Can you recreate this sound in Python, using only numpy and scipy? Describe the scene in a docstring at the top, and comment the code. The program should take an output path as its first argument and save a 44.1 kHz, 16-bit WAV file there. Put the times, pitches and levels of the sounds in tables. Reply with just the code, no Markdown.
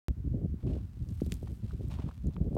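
"""Open slope of dry dirt and loose stones: a hiker shifts weight and takes a step.
Soles grind grit (coloured random clicks plus dust noise); stones snap against each other
(an impulse and a decaying noise rattle, band-filtered). Gusts buffet the hand-held microphone
(low filtered noise with flutter, plus single slowing pressure swings) over faint air and hiss."""
import sys
import numpy as np
from scipy import signal
from scipy.fft import rfft, irfft
from scipy.io import wavfile
from scipy.ndimage import uniform_filter1d

SR = 44100
rng = np.random.default_rng(int(sys.argv[2]) if len(sys.argv) > 2 else 0)


def materialize(psi):
    """Save the field psi as 16-bit PCM at rate SR to the path in sys.argv[1].

    A 1-D psi becomes a single channel; in a 2-D psi each row is a channel.
    """
    bounded = np.clip(np.atleast_2d(psi).T, -1, 1)
    quanta = np.round(bounded * 32767).astype(np.int16)
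    wavfile.write(sys.argv[1], SR, quanta)


N = 113337


def undb(db):
    """Decibels to gain."""
    return 10 ** (np.asarray(db) / 20)


def unit(x):
    """Scale to rms 1."""
    return x / np.sqrt(np.mean(x ** 2))


def bins():
    """Frequency [Hz] of every bin of a full-length spectrum, at least 1 Hz."""
    return np.maximum(np.arange(N // 2 + 1) * SR / N, 1)


def colour(x, points, gain=1):
    """Filter by (frequency [Hz], gain [dB]) points and an extra gain per bin; rms 1."""
    hz, db = np.array(points).T
    curve_db = np.interp(np.log(bins()), np.log(hz), db)
    return unit(irfft(rfft(x) * undb(curve_db) * gain, N))


def walk(rate_hz):
    """Smooth random wander with a spread of 1: noise averaged twice."""
    width = max(int(SR / rate_hz), 2)
    once = uniform_filter1d(rng.standard_normal(N), width)
    return unit(uniform_filter1d(once, width))


def swell(t, start_s, attack_s, hold_s, release_s):
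    """Envelope with sine-squared attack and release around a hold."""
    rise = (t - start_s) / attack_s
    fall = 1 + (start_s + attack_s + hold_s - t) / release_s
    ramp = np.clip(np.minimum(rise, fall), 0, 1)
    return np.sin(ramp * np.pi / 2) ** 2


def air():
    """Distant air and microphone hiss: steady coloured noise."""
    level_db = -71
    # spectrum: (frequency [Hz], gain [dB])
    air_curve = [(100, 8), (700, 2.5), (1500, -1), (3000, -7.5), (6000, -11.5), (9000, -14), (10500, -14.5),
                 (15000, -13.5)]
    return undb(level_db) * colour(rng.standard_normal(N), air_curve)


def turbulence(corner_hz):
    """Fluttering air pressure, rms 1: rolls off above the corner, more steeply above 2.61 corners."""
    flutter_db, flutter_hz, corner_slope = 3, 74.4, 3.08
    # wind pressure ahead of the corner roll-off: (frequency [Hz], gain [dB])
    wind_curve = [(15, -41), (30, -25.5), (46, -2.5), (68, 3), (85, -2.5), (120, -2.5), (230, -6),
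                  (450, -11), (680, -15), (1000, -29), (2500, -52)]
    flow = rng.standard_normal(N) * undb(flutter_db * walk(flutter_hz))
    ratio = bins() / corner_hz
    rolloff = 1 / np.sqrt((1 + ratio ** corner_slope) * (1 + (ratio / 2.61) ** 5))
    return colour(flow, wind_curve, rolloff)


def wind(t):
    """Light breeze with short gusts on the microphone; faster air has a higher corner."""
    breeze_db, breeze_corner_hz = -42.5, 99.3
    edge_s = 0.0067
    # gusts: (mid-attack [s], attack plus hold [s], rms level [dB], corner [Hz])
    gust_table = [(0.074, 0.038, -27.5, 165), (0.169, .035, -36, 166), (0.242, 0.036, -30.5, 133),
                  (.295, 0.039, -30.5, 124), (0.335, 0.13, -32.5, 220), (0.465, 0.077, -35, 110.6),
                  (0.554, 0.057, -46.5, 171), (0.631, .15, -31, 254), (0.788, 0.062, -36, 94.5),
                  (1.009, 0.029, -38, 140), (1.062, 0.064, -38, 151), (1.116, 0.089, -38, 83),
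                  (1.222, 0.13, -35.5, 151), (1.331, 0.0834, -41, 113), (1.422, .11, -39.5, 190),
                  (1.531, 0.071, -43, 135), (1.629, 0.034, -34, 158), (1.678, .06, -40, 94.5),
                  (1.731, 0.035, -34.5, 184), (1.792, 0.11, -38.5, 217), (1.898, 0.068, -38.5, 140),
                  (1.982, 0.026, -35.5, 205), (2.035, 0.059, -36.5, 194), (2.241, 0.057, -32, 236),
                  (2.359, 0.027, -35.5, 203), (2.403, .085, -32.5, 246), (2.506, 0.13, -34, 290)]
    out = undb(breeze_db) * turbulence(breeze_corner_hz)
    for start_s, length_s, db, corner_hz in gust_table:
        env = swell(t, start_s - edge_s / 2, edge_s, length_s - edge_s, 2 * edge_s)
        gust = env * turbulence(corner_hz)
        energy_match = np.sqrt(np.sum(env ** 2) / np.sum(gust ** 2))
        out = out + undb(db) * gust * energy_match
    return out


def eddies(t):
    """Single eddies thump the microphone: brief pressure swings that slow as they pass."""
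    rise_cycles, fall_cycles = 0.29, 0.88  # Gaussian spreads
    slowing = 0.55  # frequency drop per cycle, exponential
    # eddies: (peak time [s], peak level [dB], frequency at the peak [Hz])
    eddy_table = [(.251, -33, 188), (.345, -30.5, 311), (.418, -32, 336), (0.433, -33, 360),
                  (0.449, -22.5, 176.5), (.543, -27, 214), (.665, -39, 360), (0.717, -27.5, 324),
                  (0.767, -31.5, 380), (0.972, -44, 283), (1.02, -26, 99), (1.114, -30.5, 188),
                  (1.22, -19, 313), (1.266, -35.5, 354), (1.323, -29, 252), (1.430, -34, 426),
                  (1.646, -31.5, 154), (1.747, -29.5, 180), (1.810, -32, 354), (1.855, -41.5, 330),
                  (1.882, -25.5, 115), (1.996, -27, 213), (2.042, -28, 184), (2.26, -30.5, 258),
                  (2.284, -23, 157), (2.414, -20, 127), (2.53, -35, 440), (2.556, -25, 318),
                  (2.568, -20.5, 513)]
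    out = np.zeros(N)
    for at_s, db, hz in eddy_table:
        cycles = np.clip((t - at_s) * hz, -4, 8)
        spread = np.where(cycles < 0, rise_cycles, fall_cycles)
        env = np.exp(-(cycles / spread) ** 2 / 2)
        phase = 2 * np.pi * (1 - np.exp(-slowing * cycles)) / slowing
        out += undb(db) * env * np.cos(phase)
    return out


def grains(rate_per_s, spread_db):
    """Random clicks of either sign, mostly small with a few large ones."""
    spreads = rng.exponential(size=N) % 3.6  # wraps below 3.6 spreads
    size = undb(spread_db * spreads)
    hit = rng.random(N) < rate_per_s / SR
    return hit * size * np.sign(rng.standard_normal(N))


def gravel(t):
    """Soles crush dense grains in uneven slips over dust hiss; stray grains tick in between."""
    grains_per_s, grain_spread_db, dust_share = 1700, 4.5, 0.4
    stray_per_s, stray_spread_db = 260, 4
    slip_db, slip_hz = 3, 110  # the sole catches and slips
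    # colour of the grit: (frequency [Hz], gain [dB])
    grit_curve = [(200, -23.5), (600, 5.5), (1100, 4), (1900, -2.5), (2700, 2), (4000, 0), (6500, -6),
                  (9000, -4.5), (10500, -12), (13000, -9), (15500, -17)]
    # stray grains shifting under the standing foot: (time [s], level [dB])
    stray_levels = [(0, -104), (.5, -95), (.8, -78), (1.3, -71.5), (1.6, -77.5), (2.15, -74.5), (2.57, -79)]
    # scuffs: (start [s], attack [s], hold [s], release [s], level [dB], tilt [dB/octave])
    scuff_table = [(0.555, 0.069, 0.14, 0.13, -70, -3.5), (0.659, 0.016, 0.054, 0.099, -62.5, -2.3),
                   (0.937, 0.24, .3, .2, -71, 5.5), (1.195, 0.006, 0.075, 0.018, -72, 1),
                   (1.307, 0.0067, 0.033, 0.14, -69, 0), (1.467, .002, 0.012, .008, -57.5, -1),
                   (1.48, 0.0095, 0.01, 0.026, -65.5, -1.5), (1.594, .05, 0.032, 0.16, -66, -1),
                   (1.744, 0.019, 0.12, .04, -71.5, 0.5), (1.898, 0.0036, 0.029, 0.062, -54.5, -3),
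                   (1.959, 0.015, 0.08, 0.11, -57.5, -4.5), (2.29, 0.026, 0.011, .04, -68, -6)]
    stray_db = np.interp(t, *np.array(stray_levels).T)
    out = undb(stray_db) * colour(grains(stray_per_s, stray_spread_db), grit_curve)
    slips = undb(slip_db * walk(slip_hz))
    tilt_octaves = np.log2(np.maximum(bins(), grit_curve[1][0]))  # flat below the second grit point
    for start_s, attack_s, hold_s, release_s, db, tilt in scuff_table:
        dust = dust_share * rng.standard_normal(N)
        crush = slips * (unit(grains(grains_per_s, grain_spread_db)) + dust)
        env = swell(t, start_s, attack_s, hold_s, release_s)
        out += undb(db) * env * colour(crush, grit_curve, undb(tilt * tilt_octaves))
    return out


def stones(t):
    """Stone contacts: a sharp snap and a dying rattle in the stone's band, with some body below."""
    rattle_db = -13  # micro-contacts that follow the first touch
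    tail_db, tail_s = -35.5, 0.0075  # tail level relative to the rattle
    body_db = -11.5
    # contacts: (time [s], peak level [dB], centre [Hz], width [octaves], decay [ms])
    stone_table = [(0.677, -49, 2600, 0.59, 0.58), (.735, -51, 2740, 0.4, 1.4),
                   (1.089, -45, 6040, 0.64, 0.51), (1.2031, -44.5, 1480, 1.8, 1.3),
                   (1.209, -42.5, 5000, 1.5, 1.1), (1.239, -46, 13000, .6, .6),
                   (1.2473, -46, 4900, 0.9, .8), (1.263, -39.5, 5950, 3.7, 1.8),
                   (1.312, -45, 6040, 1.5, .5), (1.317, -47, 7440, .8, 0.27),
                   (1.3216, -21, 3930, 1.9, 0.82), (1.331, -36, 5870, 2.1, 0.39),
                   (1.341, -29.5, 7700, 2.7, 0.12), (1.3476, -51, 13000, .5, .5),
                   (1.474, -46, 1083, 0.94, 3), (1.71, -46.5, 1440, 0.35, 1.8),
                   (1.885, -47.5, 11000, 1.4, 1.1), (1.904, -56, 13100, .7, 1),
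                   (1.924, -50, 3000, 0.79, 0.87), (1.932, -44, 3800, 1.1, 1.2), (1.956, -58, 3200, 1, .8),
                   (1.989, -41.5, 970, 0.46, 3.9), (2.089, -42.5, 1050, 0.52, 2.1),
                   (2.112, -46, 1340, 0.37, 0.91), (2.27, -44.5, 7700, 1, 0.45), (2.337, -50, 4500, 1, .6),
                   (2.343, -55, 4200, 0.54, 0.49), (2.366, -40.5, 974, 0.44, 2),
                   (2.3655, -47.5, 2460, .5, 1.4), (2.5508, -45, 6500, 1.2, 0.27),
                   (2.551, -55.5, 11150, 0.052, 1.6)]
    out = np.zeros(N)
    for at_s, db, hz, octaves, decay_ms in stone_table:
        age_s = np.maximum(t - at_s, 0)
        decay = np.exp(-age_s * 1000 / decay_ms)
        tail = undb(tail_db) * np.exp(-age_s / tail_s)
        env = (t >= at_s) * (decay + tail)
        force = undb(rattle_db) * env * rng.standard_normal(N)
        force[np.searchsorted(t, at_s)] += 1  # first touch
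        away = np.log2(bins() / hz) / octaves
        body = undb(body_db) * (away < 0) / (1 + (away / 3) ** 4)
        band = 1 / (1 + away ** 2) ** 2 + body
        crack = irfft(rfft(force) * band, N)
        out += undb(db) * crack / np.abs(crack).max()
    return out


def scene():
    """Faint air, wind on the microphone and the ground underfoot, summed to one channel."""
    t = np.arange(N) / SR
    return (air() + wind(t) + eddies(t) + gravel(t) + stones(t))[None]


def record(dry):
    """Silence until a brief moment in, then the sound cuts in abruptly; the deepest bass and the top of the
    treble are cut."""
    start_s, low_cut_hz, top_hz = .0835, 37.3, 16000
    live = np.arange(N) / SR >= start_s
    low_cut = signal.butter(2, low_cut_hz, "high", fs=SR, output="sos")
    high_cut = signal.ellip(8, .2, 70, top_hz, fs=SR, output="sos")
    return signal.sosfilt(high_cut, signal.sosfilt(low_cut, dry * live))


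dry = scene()
out = record(dry)
materialize(out)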